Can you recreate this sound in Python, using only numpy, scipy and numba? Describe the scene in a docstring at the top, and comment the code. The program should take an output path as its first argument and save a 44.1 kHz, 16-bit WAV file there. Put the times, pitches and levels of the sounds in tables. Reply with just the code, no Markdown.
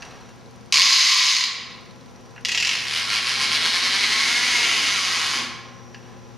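"""A bare classroom with a hard floor: ventilation air hisses, mains hum wavers, a camcorder whines and ticks.
After knocks on its body, a plastic pull-back car is dragged backwards: ratchet teeth give short noisy snaps.
Let go, its gears speed up from single clacks to a whir, each tooth a push that rings the plastic, while
filtered noise makes the wheels rumble. The car coasts, stops and gives a last tick. Fading noise makes the
room's echoes, and the camcorder's gain control turns loud moments down."""
import sys
import numpy as np
from scipy import signal
from scipy.fft import rfft, irfft
from scipy.io import wavfile
from numba import njit

SR = 44100
rng = np.random.default_rng(int(sys.argv[2]) if len(sys.argv) > 2 else 0)


def to_wav(sig):
    """Store sig (one row per channel, or 1-D mono) as 16-bit WAV at the path in sys.argv[1].

    Samples outside -1..1 are clipped; the rate is SR.
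    """
    pcm = np.clip(np.atleast_2d(sig), -1, 1) * 32767
    pcm = np.round(pcm).astype(np.int16)
    wavfile.write(sys.argv[1], SR, pcm.T)  # frames by channels


N = 281005
TIME = np.arange(N) / SR  # seconds
SIDES = np.array([[1], [-1]])  # left, right

# Steady ventilation air, its tone colour. Each row: frequency in Hz, relative level in dB.
AIR_COLOUR = [(20, -34), (60, -12), (80, -12.5), (130, -9), (250, -7.5), (380, -15), (480, -9.5),
              (650, -16), (850, -15), (1800, -23), (4200, -28.5), (6300, -30), (7800, -41.5), (13500, -48)]
# How wide the air sounds. Each row: frequency in Hz, side against middle in dB.
AIR_SIDE = [(60, 7), (200, 0), (400, -7.5), (1300, -5.5), (4400, -10.5), (8000, 0), (13000, 3)]
# Mains hum and fan tones. Each row: frequency in Hz, level in dB before HUM_LEVEL and the wavering,
# left minus right in dB, phase of left minus right in radians.
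HUM = [(120, -50.5, 8, 2.04), (243, -56.5, 8, 0.24), (359.3, -58, 3, 1), (465, -63, 7, 0.9),
       (538, -69.5, 20, .5), (807, -63.5, 2, .3), (1015, -62, 5, .3)]
# The hum grows as the camera turns. Each row: time in seconds, gain in dB.
HUM_LEVEL = [(1.3, -5.5), (2.3, -3), (6.3, 0.5)]
# The camera's whine. Each row: time in seconds, level in dB.
WHINE_LEVEL = [(0, -51.5), (.45, -68), (2.2, -63.5), (5.85, -57), (6.25, -65)]
# The camera's ticking, its tone colour. Each row: frequency in Hz, relative level in dB.
TICK_COLOUR = [(2000, -43), (4000, 19), (7500, -4), (9700, 6), (13000, -14)]

# Knocks of the plastic body as it is gripped, let go and settles.
# Each row: start in seconds, level in dB before colouring, brightness of the contact (low-pass edge) in Hz.
KNOCKS = [(.0222, -18, 6860), (0.0264, -12.5, 5000), (0.051, -24, 8000), (.125, -14, 1100),
          (0.292, -29, 9000), (2.363, -17.5, 2300), (2.379, -11.5, 1990), (5.9456, -15.5, 5000)]
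# Tone colour of the knocks. Each row: frequency in Hz, relative level in dB.
KNOCK_COLOUR = [(300, -12), (1000, -11), (1450, -3.5), (2900, -9), (3500, -11), (4500, -5.5), (6800, -4),
                (8000, -16), (12000, -4)]
# What a knock rings with. Each row: frequency in Hz, width in Hz, added level in dB.
KNOCK_MODES = [(1790, 120, 8), (2740, 210, 15), (4400, 250, -8), (9400, 360, 4)]
# Soft rustles of movement. Each row: middle in seconds, half length in seconds, level in dB.
RUSTLE = [(.1, 0.18, -45.5), (6.102, .1, -53)]
# Tone colour of the rustles. Each row: frequency in Hz, relative level in dB.
RUSTLE_COLOUR = [(300, -3), (900, 4), (2000, -3.5), (5000, -11), (7500, -23), (11500, -33), (13500, -35)]

# Speed of the ratchet: the hand speeds up, then brakes. Each row: time in seconds, teeth per second.
PULL = [(.7241, 54), (.94, 147), (1.05, 158.6), (1.3, 128), (1.35, 62), (1.445, 23)]
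# Tone colour of the ratchet. Each row: frequency in Hz, relative level in dB.
RATCHET_COLOUR = [(300, -41), (850, -23), (1020, -9.5), (1400, -15), (2100, -2.5), (3300, -5), (4100, 1.5),
                  (5000, 0), (5800, -5.5), (6600, -4.5), (7700, -18.5), (10500, -23.5), (13500, -32.5)]
# Resonances of the motor housing. Each row: frequency in Hz, width in Hz, added level in dB.
SHELL = [(1075, 58, -1), (2200, 280, -13), (3000, 280, -6), (3900, 47, -26), (5010, 150, -5)]

# Gear speed: the spring drives the car, then it coasts. Each row: time in seconds, teeth per second.
SPEED = [(2.4494, 26.3), (2.78, 55.7), (3.2, 116), (3.55, 155), (3.8, 180), (4.45, 250), (5.0, 190),
         (5.4, 130), (5.56, 65)]
# Tone colour of the single clacks. Each row: frequency in Hz, relative level in dB.
CLACK_COLOUR = [(500, -27), (1100, -15.5), (1500, -17.5), (1950, -1.5), (2300, -5.5), (2700, 3),
                (3100, -3.5), (3700, -7.5), (4300, -6.5), (5100, -4), (6000, -9), (6800, -11),
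                (7800, -21.5), (13000, -34.5)]
# Tone colour of the running gears. Each row: frequency in Hz, relative level in dB.
GEAR_COLOUR = [(300, -25), (600, -18.5), (1050, -9), (1600, -4.5), (2200, -0.5), (2650, -3), (3500, -3),
               (4400, -1), (5600, -6), (6500, -10.5), (7800, -18.5), (9000, -16.5), (11100, -20.5),
               (13500, -38.5)]
# Panels of the body, each louder while it faces the microphone. Each row: frequency in Hz, width in Hz,
# time of facing in seconds, half length in seconds, added level in dB.
PANELS = [(1090, 250, 5.63, 0.46, 2.5), (2110, 155, 4.2, 0.5, .5), (2690, 1050, 4.73, 0.15, -3),
          (4070, 510, 3.73, 0.4, -1.5), (6480, 750, 4.94, 0.9, -0.5)]
# Tone colour of the wheels. Each row: frequency in Hz, relative level in dB.
WHEEL_COLOUR = [(100, -58), (180, -23.5), (245, 10), (300, 2), (380, 0.5), (600, -8.5), (800, -1.5),
                (1100, -17), (2000, -25)]
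# Stretches of floor where the wheels rumble louder.
# Each row: middle in seconds, half length in seconds, boost in dB.
ROUGH_PATCHES = [(3.556, 0.23, 8.5), (4.687, .15, 7.5), (5.387, 0.11, 12.5)]

# How long the echoes last. Each row: frequency in Hz, seconds to fade by 60 dB.
ROOM_T60 = [(200, 0.95), (1000, 1.2), (2000, 0.87), (4000, 0.73), (8000, 0.53), (13000, 0.33)]
# How wide the echoes sound. Each row: frequency in Hz, side against middle in dB.
ROOM_SIDE = [(200, -11), (600, -10), (1300, -14.5), (4500, -12), (6500, -8.5), (8500, 2), (12000, 1.5)]

# Air: level, and left minus right
AIR_DB, AIR_PAN_DB = -48, 0.7
# Ratchet: basic snap level, extra force of the first tooth breaking loose, and how fast that extra dies
SNAP_DB, BREAKAWAY_DB, BREAKAWAY_S = 3, 5, 0.013
# The second pawl bites harder with speed: its level against the first at the fastest pull
SECOND_PAWL_DB = -0.5
# The snaps grow as the spring tightens: gain over the whole pull
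WOUND_DB = 0.5
# Rattle after each snap at the fastest pull, and how much more at standstill
RATTLE_DB, SLOW_RATTLE_DB = -1.5, 4.5
# Slow teeth clack one by one; around this speed they merge into the whir
CLACK_DB, WHIR_DB, MERGE_TEETH_PER_S = -0.5, -3.5, 47.2
# Each clack bounces once
BOUNCE_S, BOUNCE_DB = .006, -4
# One gear runs out of true and presses harder once a turn: teeth per turn, tooth where it first binds
TURN_TEETH, TIGHT_TOOTH = 17.7, 7.2
# Depth of that throb with the spring fully wound, and the teeth that pass until the spring is slack
THROB_DB, SPRING_TEETH = 4, 240
# The teeth strike softer as the car slows: change at standstill
COAST_DB = -2
# The gears fall quiet just before the car stops
GEARS_STOP_S, GEARS_FADE_DB_PER_S = 5.384, 214
# Wheels: level at top speed on smooth floor, and growth with each doubling of speed
ROLL_DB, ROLL_DB_PER_OCTAVE = -47, 10.5
# The camcorder passes nothing much above this
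TOP_HZ = 13800


def amp(db):
    """Turn decibels into a gain."""
    return 10 ** (np.asarray(db) / 20)


def curve(table):
    """Read a time table at every sample, with straight lines between its rows."""
    rows = np.array(table)
    return np.interp(TIME, rows[:, 0], rows[:, 1])


def at_hz(table, hz):
    """Read a frequency table on a logarithmic axis, as the ear hears pitch."""
    f, value = np.transpose(table)
    return np.interp(np.log(np.maximum(hz, 1)), np.log(f), value)


def swell(at_s, half_s):
    """A smooth rise and fall around one moment."""
    return np.exp(-((TIME - at_s) / half_s) ** 2)


def noise():
    """White noise with an average strength (rms) of 1."""
    return rng.standard_normal(N)


def convolve(x, response):
    """Let every sample of a sound set off the same response."""
    return signal.fftconvolve(x, response)[:N]


def colour(x, spectrum, size=4096):
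    """Give a sound a tone colour, with a filter of unit energy that answers at once."""
    cepstrum = irfft(np.log(amp(at_hz(spectrum, np.fft.rfftfreq(size, 1 / SR)))))
    # fold the second half onto the first, so nothing sounds before its push
    cepstrum[1:size // 2] *= 2
    cepstrum[size // 2 + 1:] = 0
    response = irfft(np.exp(rfft(cepstrum)))
    return convolve(x, response / np.linalg.norm(response))


def band(x, hz, width_hz):
    """One resonance, with gain 1 at its centre."""
    return signal.lfilter(*signal.iirpeak(hz, hz / width_hz, fs=SR), x)


def ring(x, modes):
    """A push together with the resonances that it wakes."""
    return x + sum(amp(db) * band(x, hz, width) for hz, width, db in modes)


def impulses(times, sizes):
    """Single pushes at the given moments."""
    samples = np.clip(np.round(times * SR).astype(int), 0, N - 1)
    return np.bincount(samples, sizes, N)


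def chatter(pushes, decay_s, db):
    """After each push the loose parts go on rattling for a moment, as fading noise."""
    fade = np.exp(-TIME / decay_s)
    power = np.maximum(convolve(pushes ** 2, fade / fade.sum()), 0)
    return pushes + amp(db) * np.sqrt(power) * noise()


def stereo(mid, side, width):
    """Left and right from middle and side, the side weighted by frequency."""
    weight = amp(at_hz(width, np.fft.rfftfreq(2 * N, 1 / SR)))
    weighted_side = irfft(rfft(side, 2 * N) * weight)[:N]
    return mid + SIDES * weighted_side


def classroom():
    """Steady ventilation air is coloured noise; mains hum and fan tones are slowly wavering sines."""
    air = stereo(colour(noise(), AIR_COLOUR), colour(noise(), AIR_COLOUR), AIR_SIDE) * amp(AIR_DB)
    hum = 0
    for hz, db, pan_db, lag in HUM:
        # one slow random drift moves both level (in dB) and phase
        sway = np.interp(TIME, np.linspace(0, TIME[-1], 20), rng.standard_normal(20))
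        phase = 2 * np.pi * hz * TIME + .3 * sway + SIDES * lag / 2
        level = amp(db + sway + SIDES * pan_db / 2)
        hum = hum + np.sqrt(2) * level * np.sin(phase)
    return air * amp(SIDES * AIR_PAN_DB / 2) + hum * amp(curve(HUM_LEVEL))


def camera():
    """The camcorder's thin whine is narrow noise; until it pans, rattling pushes tick faintly and regularly."""
    whine = band(band(noise(), 5740, 240), 5740, 240)
    whine = whine / whine.std() * amp(curve(WHINE_LEVEL))
    tick_times = np.arange(.01, 2.45, .05)
    ticks = impulses(tick_times, np.ones(len(tick_times)))
    ticks = colour(chatter(ticks, decay_s=0.00071, db=11.5), TICK_COLOUR)
    return whine + amp(-42) * ticks


def knocks():
    """Light knocks ring the plastic body; a softer contact gives a duller knock."""
    pushes = 0
    for s, db, edge_hz in KNOCKS:
        contact = chatter(impulses(np.array([s]), amp([db])), decay_s=0.002, db=4.5)
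        pushes = pushes + signal.lfilter(*signal.butter(4, edge_hz, fs=SR), contact)
    return ring(colour(pushes, KNOCK_COLOUR), KNOCK_MODES)


def rustle():
    """Clothes brush softly before the pull and after the run: noise that swells and fades."""
    level = sum(amp(db) * swell(s, half_s) for s, half_s, db in RUSTLE)
    return colour(noise(), RUSTLE_COLOUR) * level


def passed(speed):
    """Number of teeth that have passed since the gear began to turn."""
    turning = (TIME > speed[0][0]) * (TIME < speed[-1][0])
    return np.cumsum(curve(speed) * turning) / SR


def teeth(speed, offset, jitter, scatter_db):
    """A push of size near 1 for each passing tooth, uneven in time (jitter in teeth) and force."""
    hits = np.flatnonzero(np.diff(np.ceil(passed(speed) - offset)) > 0) + 1
    shift, force = rng.standard_normal((2, len(hits)))
    times = TIME[hits] + jitter * shift / curve(speed)[hits]
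    return impulses(times, amp(scatter_db * np.clip(force, -2, 2)))


def disperse(x, spread_s):
    """Bending waves cross plastic faster in the treble, so each push arrives slightly drawn out."""
    hz = np.fft.rfftfreq(2 * N, 1 / SR)
    delay_s = spread_s * np.exp(-hz / 4000)
    phase = 2 * np.pi * np.cumsum(delay_s) * hz[1]
    return irfft(rfft(x, 2 * N) * np.exp(-1j * phase))[:N]


def winding():
    """Two pawls slip over the ratchet in turn while the spring is wound, each tooth snapping and rattling."""
    pace = curve(PULL) / curve(PULL).max()
    first = teeth(PULL, 0, jitter=.02, scatter_db=1.0)
    second = teeth(PULL, .5, jitter=.05, scatter_db=2.0) * amp(SECOND_PAWL_DB) * pace
    breakaway = np.exp(-np.maximum(TIME - PULL[0][0], 0) / BREAKAWAY_S)
    wound = passed(PULL) / passed(PULL)[-1]  # 0 to 1
    pushes = (first + second) * amp(SNAP_DB + BREAKAWAY_DB * breakaway + WOUND_DB * wound)
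    snaps = chatter(pushes, decay_s=0.001, db=1.5)  # each snap is a short scrape
    rattle_db = RATTLE_DB + SLOW_RATTLE_DB * (1 - pace)
    rattle = chatter(pushes, decay_s=0.002, db=rattle_db) - pushes
    return ring(colour(disperse(snaps + rattle, spread_s=0.00124), RATCHET_COLOUR), SHELL)


def clacking():
    """Share of the teeth's energy in single clacks: near 1 at the start, near 0 once the gears are fast."""
    top_so_far = np.maximum.accumulate(curve(SPEED))
    return 1 / (1 + (top_so_far / MERGE_TEETH_PER_S) ** 20)


def release():
    """The freed gears clack tooth by tooth, and each tooth bounces once."""
    first = teeth(SPEED, 0, jitter=.005, scatter_db=.4) * amp(CLACK_DB) * np.sqrt(clacking())
    bounce = amp(BOUNCE_DB) * np.roll(first, round(BOUNCE_S * SR))
    rattle = chatter(first + bounce, decay_s=.0026, db=4.5)
    return colour(disperse(rattle, spread_s=0.001375), CLACK_COLOUR)


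def tooth_force():
    """Strength of the whir: it throbs once a turn while the spring is tense, eases in coasting, then fades."""
    count, rate = passed(SPEED), curve(SPEED)
    tension = np.clip(1 - (count / SPRING_TEETH) ** 2, 0, 1)
    throb_db = THROB_DB * tension * np.cos(2 * np.pi * (count - TIGHT_TOOTH) / TURN_TEETH)
    coast_db = COAST_DB * (1 - rate / np.maximum.accumulate(rate))
    fade_db = GEARS_FADE_DB_PER_S * np.maximum(TIME - GEARS_STOP_S, 0)
    return amp(WHIR_DB + throb_db + coast_db - fade_db) * np.sqrt(1 - clacking())


def running():
    """The gear train whirs with the car's speed; play between the gears adds a weaker tap between teeth."""
    main = teeth(SPEED, 0, jitter=.014, scatter_db=1.4)
    taps = amp(-9) * teeth(SPEED, .7, jitter=.15, scatter_db=3)
    pushes = (main + taps) * tooth_force()
    # slow teeth have time to bounce, so more of their energy goes into rattle
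    rattle_db = -5 + 10 * np.log2(200 / curve(SPEED))
    rattle = chatter(pushes, decay_s=0.0019, db=rattle_db)
    rattle = rattle / np.hypot(1, amp(rattle_db))  # same energy at any speed
    whir = ring(colour(disperse(rattle, spread_s=0.00057), GEAR_COLOUR), SHELL)
    panels = sum(amp(db) * swell(s, half_s) * band(whir, hz, width) for hz, width, s, half_s, db in PANELS)
    return whir + panels


def wheels():
    """Small hard wheels rumble over the grain of the tiles, louder with speed and on rough patches."""
    rate = curve(SPEED)
    rolling = (TIME > SPEED[0][0]) * (TIME < SPEED[-1][0])
    floor_db = sum(db * swell(s, half_s) for s, half_s, db in ROUGH_PATCHES)
    speed_db = ROLL_DB_PER_OCTAVE * np.log2(rate / rate.max())
    return colour(noise(), WHEEL_COLOUR) * amp(ROLL_DB + speed_db + floor_db) * rolling


def shadow(x, edge_hz, treble_db):
    """The motor sits under the car, so the top treble of the direct sound is weakened."""
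    hz = np.fft.rfftfreq(2 * N, 1 / SR)
    treble_share = 1 - 1 / (1 + (hz / edge_hz) ** 8)
    return irfft(rfft(x, 2 * N) * amp(treble_db * treble_share))[:N]


def room(x, wet_db, early_db, early_s):
    """Echoes as middle and side: furniture scatters early ones, hard walls keep a tail, shorter in the treble."""
    hz, s, spectra = signal.stft(rng.standard_normal((2, SR)), SR, nperseg=256)
    fade = np.exp(-np.log(1000) * s / at_hz(ROOM_T60, hz)[:, None])
    fade = fade * (1 + amp(early_db) * np.exp(-s / early_s))
    onset = np.clip(TIME[:SR] / 0.003 - 1, 0, 1)  # silent for 3 ms, full after 6 ms
    tails = signal.istft(spectra * fade, SR)[1][:, :SR] * onset
    return np.array([convolve(x, amp(wet_db) * tail / np.linalg.norm(tail)) for tail in tails])


def travelling(x, speed, wet_db, early_db, early_s, count):
    """Each stretch of the car's path wakes its own pattern of echoes, blending into the next."""
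    moments = np.linspace(speed[0][0], speed[-1][0], count)
    shares = (np.interp(TIME, moments, place) for place in np.eye(count))
    return sum(room(x * np.sqrt(share), wet_db, early_db, early_s) for share in shares)


def scene():
    """The car's direct sound and its echoes, in the humming room with the rustles and the camera."""
    pull, clacks, taps, run = winding(), release(), knocks(), running() + wheels()
    direct = shadow(pull + clacks + taps + run, edge_hz=14700, treble_db=-7)
    mid, side = (travelling(pull, PULL, wet_db=-2.5, early_db=0, early_s=0.0048, count=3)
                 + room(clacks, wet_db=-3, early_db=-17, early_s=0.011)
                 + room(taps, wet_db=-6.5, early_db=3, early_s=0.012)
                 + travelling(run, SPEED, wet_db=-2, early_db=-8.0, early_s=0.0017, count=12))
    return direct + stereo(mid, side, ROOM_SIDE) + rustle() + classroom() + camera()


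def comb(x, memory, depth):
    """Against its motor tone the camcorder subtracts a mean of past cycles: a row of narrow notches."""
    motor_hz = 299.2
    delay = np.exp(-2j * np.pi * np.fft.rfftfreq(2 * N, 1 / SR) / motor_hz)  # one motor cycle
    past_mean = (1 - memory) * delay / (1 - memory * delay)
    return irfft(rfft(x, 2 * N) * (1 - depth * past_mean))[:, :N]


@njit
def follow(power, attack, recover):
    """Follow the loudness, rising quickly and sinking slowly."""
    out, e = np.empty(len(power)), 0.
    for i in range(len(power)):
        e += (power[i] - e) * (attack if power[i] > e else recover)
        out[i] = e
    return out


def record(dry, threshold_db=-11.5, attack_s=0.013, recover_s=.25):
    """Gain control holds loud sound, and the room with it, to a threshold; peaks clip and the top is cut."""
    sound = comb(dry, memory=.66, depth=.8)
    power = follow(np.mean(sound ** 2, axis=0), 1 / (attack_s * SR), 1 / (recover_s * SR))
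    gain = 1 / np.sqrt(np.maximum(power / amp(threshold_db) ** 2, 1))
    clipped = np.clip(sound * gain, -1, 1)
    top_cut = signal.ellip(8, .2, 70, TOP_HZ, fs=SR, output="sos")
    return signal.sosfilt(top_cut, clipped)


dry = scene()
out = record(dry)
to_wav(out)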